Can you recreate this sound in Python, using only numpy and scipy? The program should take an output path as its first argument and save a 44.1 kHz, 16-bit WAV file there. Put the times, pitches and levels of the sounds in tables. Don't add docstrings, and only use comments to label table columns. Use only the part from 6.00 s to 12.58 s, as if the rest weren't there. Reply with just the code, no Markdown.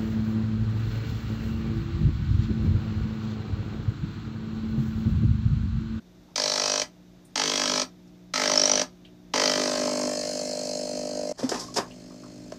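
import sys
import numpy as np
from scipy import signal
from scipy.fft import rfft, irfft
from scipy.io import wavfile

SR = 44100
rng = np.random.default_rng(int(sys.argv[2]) if len(sys.argv) > 2 else 0)


def log_audio(samples):
    frames = np.atleast_2d(samples).T
    limited = np.clip(frames, -1, 1)
    pcm = np.round(limited * 32767).astype(np.int16)
    wavfile.write(sys.argv[1], SR, pcm)


N = 290178
T = np.arange(N) / SR
STROKE_HZ = 50.07
JUMP_S = 5.325
ANSWER_CYCLES = 4.017

# (start [s], stop [s], time to draw water [s], lead the piston gains [s],
#  mount [dB], casing [dB], panels [dB], treble [dB])
RUNS = [(0.358, .83, 0.04, 0.0013, -44.5, -29, -33.5, -29.5),
        (1.356, 1.83, 0.25, -0.00081, -35, -31.5, -30.5, -29),
        (2.3366, 2.83, 0.17, 0.0018, -36.5, -25.5, -30.5, -29),
        (3.337, 5.325, 0.017, .002, -34, -26, -28, -28.5),
        (5.384, 6.58, .02, 0.0024, -42.5, -49, -38.5, -42.5)]


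def pump():
    strokes = stroke_times()
    mount_db, casing_db, panel_db, treble_db = pump_levels()
    loaded = ramp(pressure_at(T), middle=0.33, width=0.39)
    echoes, echo_share = rng.standard_normal(N), 0.23 * (T > JUMP_S)
    body = mount(strokes, mount_db, loaded) + casing(strokes) * undb(casing_db)
    rattle = panels(strokes, panel_db, loaded, echoes, echo_share)
    ringing = housing(strokes - 0.0008) + passing_notes(strokes - 0.0008)
    squeak = squeaks(strokes - 0.0005) * undb(treble_db)
    treble = blend(clatter(strokes, treble_db), valve(strokes, treble_db, echoes, echo_share), loaded)
    return body + rattle + ringing + squeak + treble


def mount(strokes, level_db, loaded):
    # (pitch [Hz], level [dB])
    steady_tone = [(60, -43.5), (100, -37.5), (150, -13.5), (200, -6.5), (240, -2), (260, 10), (300, 0),
                   (350, -6.5), (400, -6.5), (460, -21.5), (700, -49.5), (1500, -62)]
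    loose_tone = [(80, -44), (160, -2), (250, -8.5), (350, 0), (470, 3.5), (600, -23), (900, -39)]
    drone = colour(thumps(strokes + 0.00456, scatter_db=1.5) * undb(level_db), steady_tone)
    shake = chatter(strokes + 0.0031, rise=0.0019, decay=0.012, tail_db=-9, tail_s=0.006,
                    repeat=0.743, scatter_db=1.5)
    return blend(colour(shake * undb(level_db), loose_tone), drone, 0.77 + 0.27 * loaded)


def casing(strokes):
    # (pitch [Hz], decay [s], level [dB])
    notes = [(598, .0072, 0), (505, .007, -11), (960, .005, -19)]
    t, rise = T[:SR // 20], 0.00353
    boom = sum(undb(db) * swell(t, rise, decay) * np.sin(2 * np.pi * hz * (t - rise))
               for hz, decay, db in notes)
    return train(strokes + 0.00025, np.tile(boom, (len(strokes), 1)), scatter_db=1.14)


def panels(strokes, level_db, loaded, echoes, echo_share):
    # (pitch [Hz], level [dB])
    tone = [(380, -21.5), (700, -5), (900, -5.5), (1280, -6.5), (1480, -4.5), (1680, -2.5), (1970, -3),
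            (2560, -3.5), (2850, -5), (3190, -3.5), (3500, -16.5), (3950, -21), (5200, -50.5)]
    knock = chatter(strokes - 0.001, rise=0.0042, decay=0.0031, tail_db=-2, tail_s=0.016,
                    repeat=0.8, scatter_db=1.2)
    buzz = chatter(strokes - 0.005, rise=0.0068, decay=0.019, tail_db=-6, tail_s=0.027,
                   repeat=0.76, scatter_db=1.2)
    rattle = blend(knock * undb(-7), buzz * undb(-3.5), loaded)
    return colour(blend(rattle, echoes, echo_share) * undb(level_db), tone)


def clatter(strokes, level_db):
    # (pitch [Hz], level [dB])
    tone = [(2060, -40.5), (3500, -13.5), (4000, -8.5), (4330, -7.5), (4600, -5), (4750, -7), (4880, -3),
            (5020, -7.5), (5150, -7), (5290, -6.5), (5520, -7.5), (5700, -3), (5870, -7), (6100, -6.5),
            (6350, -7), (6840, -15), (7200, -15.5), (7550, -20.5), (7850, -19), (8780, -25), (9050, -23.5),
            (9400, -31.5), (10900, -49.5), (13900, -40.5), (15000, -57)]
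    strike = chatter(strokes - 0.002, rise=0.0049, decay=0.0045, tail_db=-8, tail_s=0.017,
                     repeat=0.52, scatter_db=0.5)
    brush = chatter(strokes + 0.011, rise=0.004, decay=0.009, tail_db=-26, tail_s=0.008,
                    repeat=0.4, scatter_db=1.5)
    return colour((strike + brush * undb(-11)) * undb(level_db - 2.5), tone)


def valve(strokes, level_db, echoes, echo_share):
    # (pitch [Hz], level [dB])
    hiss_tone = [(2120, -41), (2600, -2), (3000, -25), (3600, -28), (3800, -13), (4280, 1), (4650, 8),
                 (5030, -5), (5280, 7.5), (5870, -6.5), (6270, 1), (7410, 1), (7820, -2), (9190, -8.5),
                 (11300, -26.5), (14100, -31), (15000, -59)]
    # (pitch [Hz], width [Hz], level [dB])
    metal_notes = [(4040, 300, -17), (4170, 270, -9.5), (4450, 85, -11.5), (4850, 75, -10), (5100, 150, -9),
                   (5360, 73, -7.5), (5590, 56, -17.5), (6160, 140, -8), (6520, 46, -14),
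                   (6920, 200, -12.5), (7215, 90, -12.5), (8010, 68, -25), (8850, 87, -19.5)]
    opens = strokes - 0.0088 + 0.0036 * pressure_at(strokes)
    spurts = chatter(opens, rise=0.0036, decay=0.0094, tail_db=-15, tail_s=0.011,
                     repeat=0.59, scatter_db=0.2)
    spurts = blend(spurts, echoes, echo_share) * undb(level_db)
    metal = sum((-1) ** k * undb(db) * ring(spurts, hz, width)
                for k, (hz, width, db) in enumerate(metal_notes))
    return colour(spurts, hiss_tone) * undb(-6.5) + metal * undb(-2.5)


def housing(strokes):
    # (pitch [Hz], width [Hz], level [dB])
    notes = [(766, 42, -18), (875.5, 50, -12), (987.5, 47, -13.5), (1275, 56, -15), (1347, 90, -18),
             (1679, 100, -13), (1953, 59, -16), (2155, 36, -28.5), (2327, 90, -17), (2590, 23, -24.5),
             (2670, 90, -26), (3070, 48, -16.5), (3280, 89, -19.5), (3910, 64, -18.5), (4210, 150, -19)]
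    cushion_db_per_khz = -14.5 * pressure_at(T)
    *_, panel_db, _ = current_run()
    blow_db = panel_db - 10 * shortening()
    sound = 0
    for k, (hz, width, db) in enumerate(notes):
        strength = undb(blow_db + db + cushion_db_per_khz * hz / 1000)
        blows = thumps(strokes + ANSWER_CYCLES / hz, scatter_db=4) * strength
        sound += (-1) ** k * ring(blows, hz, width)
    return sound


def passing_notes(strokes):
    # (loudest at [s], half length [s], pitch [Hz], width [Hz], level [dB])
    notes = [(1.79, .1, 500, 70, -39), (2.52, .13, 500, 70, -37.5), (3.42, .07, 490, 70, -33),
             (3.8, .25, 500, 70, -39), (.72, .15, 2550, 65, -42), (.5, .2, 4100, 200, -38),
             (1.53, .17, 3290, 110, -37), (2.43, .12, 2020, 150, -36), (3.48, .13, 3150, 110, -35),
             (3.48, .15, 1680, 90, -38), (3.48, .1, 5530, 130, -33), (4.07, .12, 1700, 220, -45.5),
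             (4.05, .12, 1270, 100, -46), (4, .17, 930, 150, -42), (.65, .2, 690, 80, -41)]
    sound = 0
    for peak, length, hz, width, db in notes:
        strength = undb(db) * np.exp(-((T - peak) / length) ** 2)
        sound += ring(thumps(strokes + ANSWER_CYCLES / hz, scatter_db=0.9) * strength, hz, width)
    return sound


def squeaks(strokes):
    # (loudest at [s], half length [s], pitch [Hz], glide [Hz/s], level over treble [dB])
    spells = [(.63, 0.35, 5500, 711, -7), (1.83, 0.28, 5620, 297, -6.5), (2.502, .045, 5750, 896.5, -1.5),
              (2.613, 0.065, 5570, 3802, 2), (2.736, 0.098, 5820, -1500, -3), (3.472, 0.085, 4830, 0, -3)]
    peak, length, pitch, glide, db = np.transpose(spells)
    from_peak = strokes[:, None] - peak
    strength = undb(db) * np.exp(-(from_peak / length) ** 2)
    pitches = pitch + glide * np.clip(from_peak, -length, length)
    hz = pitches[np.arange(len(strokes)), strength.argmax(axis=1)]
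    hz *= 1 + 0.03 * rng.standard_normal(len(strokes))
    t = T[:SR // 20]
    phase = rng.random((len(strokes), 1))
    notes = swell(t, rise=0.0026, decay=0.0015) * np.sin(2 * np.pi * (hz[:, None] * t + phase))
    return train(strokes, notes, scatter_db=3.7) * np.interp(T, strokes, strength.max(axis=1))


def stroke_times():
    jitter_s, stumble_s, steadying_s, creep_s = 0.000015, 0.0003, 0.059, 0.45
    times = []
    for start, stop, _, lead, *_ in RUNS:
        age = np.arange(0, stop - start, 1 / STROKE_HZ)
        early = lead * (1 - np.exp(-age / creep_s))
        spread = jitter_s + stumble_s * np.exp(-age / steadying_s)
        times.append(start + age - early + spread * rng.standard_normal(len(age)))
    return np.concatenate(times)


def pump_levels():
    # (time [s], casing [dB], treble [dB])
    beside_cup = [(4, -5.5, 2.5), (4.25, -4, 3.5), (4.7, -4, 3.5), (5.13, -4, 0.5), (5.3, -1.5, -0.5)]
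    cup_casing_db, cup_treble_db = curves(beside_cup)
    start, _, draw_s, _, mount_db, casing_db, panel_db, treble_db = current_run()
    empty = np.clip(1 - (T - start) / draw_s, 0, 1)
    pressure, short = pressure_at(T), shortening()
    return (mount_db - 3.5 * empty + 4 * pressure - 8.5 * short,
            casing_db - 10.5 * empty - 4 * short + cup_casing_db,
            panel_db + 2.5 * empty - 25 * pressure,
            treble_db - 10.5 * pressure + cup_treble_db)


def pressure_at(t):
    soaked_s, build_s = 3.434, 0.69
    return 1 - np.exp(-np.maximum(t - soaked_s, 0) / build_s)


def shortening():
    return ramp(pressure_at(T), middle=0.637, width=0.11)


def current_run():
    rows = np.array(RUNS)
    return rows[np.searchsorted(rows[1:, 0], T + 1 / STROKE_HZ)].T


def carton():
    # (start [s], rise [s], decay [s], hollow body [dB], bright scrape [dB])
    slides = [(5.365, 0.033, 0.035, -38.5, -39.5), (5.497, 0.017, 0.093, -46, -37.5),
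              (5.585, 0.021, 0.023, -56, -38), (5.754, 0.019, 0.016, -27, -25.5)]
    # (start [s], decay [s], hollow body [dB], bright scrape [dB])
    knocks = [(5.429, 0.04, -40, -43.5), (5.490, 0.0063, -32.5, -26.5), (5.516, 0.014, -26.5, -56),
              (5.541, 0.036, -34, -48), (5.740, 0.009, -51, -34.5), (5.78, 0.019, -25.5, -62),
              (6.519, .004, -35, -43)]
    # (start [s], pitch [Hz], level [dB], rise [s], decay [s])
    bumps_and_gurgles = [(5.429, 258, -20, 0.021, 0.01), (5.43, 132, -38.5, 0.0092, 0.028),
                         (5.430, 532, -23, 0.0026, 0.0055), (5.515, 393, -25.5, 0.0084, 0.0044),
                         (5.541, 251, -31.5, 0.0077, 0.017), (5.61, 1058, -42, 0.011, 0.01),
                         (5.68, 1110, -41.5, 0.0089, 0.0047), (6.522, 617, -29, 0.0027, 0.0045)]
    # (pitch [Hz], level [dB])
    cardboard = [(88, -29), (150, -11), (221, -5), (429, -0.5), (1180, -7), (1290, -9.5), (1400, -12),
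                 (1800, -10.5), (2110, -17.5), (3600, -20), (4680, -34), (7920, -120)]
    plastic = [(1650, -19.5), (2800, -27), (3070, -15), (4030, -9.5), (5190, 0), (7230, -9), (9170, -19),
               (12700, -29), (14100, -42), (15000, -65)]
    knock_rise_s = 0.0032
    touches = list(slides) + [(start, knock_rise_s, *rest) for start, *rest in knocks]
    body = scrape = notes = 0
    for start, rise, decay, body_db, scrape_db in touches:
        touch = swell(T - start, rise, decay)
        body += undb(body_db) * touch
        scrape += undb(scrape_db) * touch
    for start, hz, db, rise, decay in bumps_and_gurgles:
        age = T - start
        notes += np.sqrt(2) * undb(db) * swell(age, rise, decay) * np.sin(2 * np.pi * hz * age)
    grain = undb(0.97 * wander(400))
    hollow = colour(body * grain * rng.standard_normal(N), cardboard)
    bright = colour(scrape * grain * rng.standard_normal(N), plastic)
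    return notes + hollow + bright


def small_sounds():
    # (start [s], pitch [Hz], level [dB])
    events = [(0.278, 863, -55), (1.245, 9000, -58.5), (2.07, 5500, -66), (3.045, 3020, -49),
              (5.845, 965, -47), (5.905, 2900, -51.5), (6.1, 1110, -55), (6.23, 1120, -48)]
    sound = 0
    for start, hz, db in events:
        puff = undb(db) * swell(T - start, rise=0.0084, decay=0.015) * rng.standard_normal(N)
        sound += colour(puff, [(hz / 10, -60), (hz / 2, -25), (hz, 0), (hz * 2, -30), (hz * 10, -60)])
    return sound


def fridge():
    # (pitch [Hz], level [dB])
    notes = [(42, -19), (120, -10), (179.6, 2), (241, -10.5), (299.6, -4), (359.5, -8), (479, -25),
             (640, -17)]
    # (time [s], level [dB])
    nearness = [(0, -59), (4, -53), (6, -53.5)]
    hum = 0
    for hz, db in notes:
        strength = undb(db + 0.81 * wander(5.7))
        hum += strength * np.sin(2 * np.pi * (hz * T + rng.random()) + 0.53 * wander(4))
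    drone_hz = 121.7
    drone = (T > JUMP_S) * undb(-56.5 + 1.1 * wander(13)) * np.sin(2 * np.pi * drone_hz * T)
    return np.sqrt(2) * (hum * undb(curves(nearness)[0]) + drone)


def cabin_air():
    # (pitch [Hz], level [dB])
    tone = [(25, -50), (45, -6), (72, -18), (140, -12.5), (300, -16.5), (450, -24.5), (650, -24),
            (1000, -32), (3200, -38), (3700, -32), (4000, -37.5), (6200, -38), (9000, -53), (15000, -47.5)]
    level_db = np.where(T < JUMP_S, -56, -53.5) + 0.62 * wander(3.5)
    return colour(rng.standard_normal(N), tone) * undb(level_db)


def galley(x):
    fade_s, echo_db = 0.16, -5.5
    t = T[:SR // 2]
    tail = rng.standard_normal(len(t)) * swell(t - 0.004, rise=0.007, decay=fade_s / np.log(1000))
    echo = signal.fftconvolve(x, tail / np.linalg.norm(tail))[:N]
    return x + undb(echo_db) * colour(echo, [(200, -16), (620, -11), (1000, -3), (6000, -14), (14000, 0)])


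def train(times, shapes, scatter_db):
    track = np.zeros(N + SR)
    sizes = undb(scatter_db * rng.standard_normal(len(times)))
    for start, shape, size in zip(times, shapes, sizes):
        i = int(start * SR)
        track[i:i + len(shape)] += size * shape
    stroke_energy = np.mean(np.sum(shapes ** 2, axis=1))
    return track[:N] * np.sqrt(SR / STROKE_HZ / stroke_energy)


def thumps(times, scatter_db):
    return train(times, np.ones((len(times), 1)), scatter_db)


def chatter(times, rise, decay, tail_db, tail_s, repeat, scatter_db):
    t = T[:SR // 20]
    taps = rng.standard_normal((len(times), len(t)))
    for k in range(1, len(times)):
        taps[k] = repeat * taps[k - 1] + np.sqrt(1 - repeat ** 2) * taps[k]
    loudness = swell(t, rise, decay) + undb(tail_db) * swell(t, rise, tail_s)
    return train(times, taps * loudness, scatter_db)


def ring(x, hz, width):
    r = np.exp(-np.pi * width / SR)
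    feedback = [1, -2 * r * np.cos(2 * np.pi * hz / SR), r * r]
    return signal.lfilter([1, 0, -1], feedback, x) * np.sqrt((1 - r * r) / 2)


def colour(x, points, size=4096):
    hz, db = np.transpose(points)
    grid = np.maximum(np.fft.rfftfreq(size, 1 / SR), 1)
    gains = undb(np.interp(np.log(grid), np.log(hz), db))
    cepstrum = irfft(np.log(gains))
    cepstrum[1:size // 2] *= 2
    cepstrum[size // 2 + 1:] = 0
    response = irfft(np.exp(rfft(cepstrum)))
    return signal.fftconvolve(x, response / np.linalg.norm(response))[:N]


def swell(t, rise, decay):
    return np.sin(np.pi / 2 * np.clip(t / rise, 0, 1)) ** 2 * np.exp(-np.maximum(t - rise, 0) / decay)


def wander(rate):
    knots = rng.standard_normal(int(N / SR * rate) + 2)
    return np.interp(T * rate, np.arange(len(knots)), knots)


def blend(a, b, share):
    share = np.clip(share, 0, 1)
    return a * np.sqrt(1 - share) + b * np.sqrt(share)


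def ramp(x, middle, width):
    return np.clip(0.5 + (x - middle) / width, 0, 1)


def curves(rows):
    times, *columns = np.transpose(rows)
    return [np.interp(T, times, column) for column in columns]


def undb(db):
    return 10 ** (np.asarray(db) / 20)


def scene():
    return (galley(pump() + carton() + small_sounds()) + fridge() + cabin_air())[None]


def record(dry):
    recovery_db = np.interp(T, [JUMP_S, JUMP_S + 0.052, JUMP_S + 0.077], [-20, -6, 0])
    dip_db = np.where(T < JUMP_S, 0, recovery_db)
    top_hz = 14900
    treble_cut = signal.ellip(8, 0.2, 70, top_hz, fs=SR, output="sos")
    return signal.sosfilt(treble_cut, dry * undb(dip_db))


dry = scene()
out = record(dry)
log_audio(out)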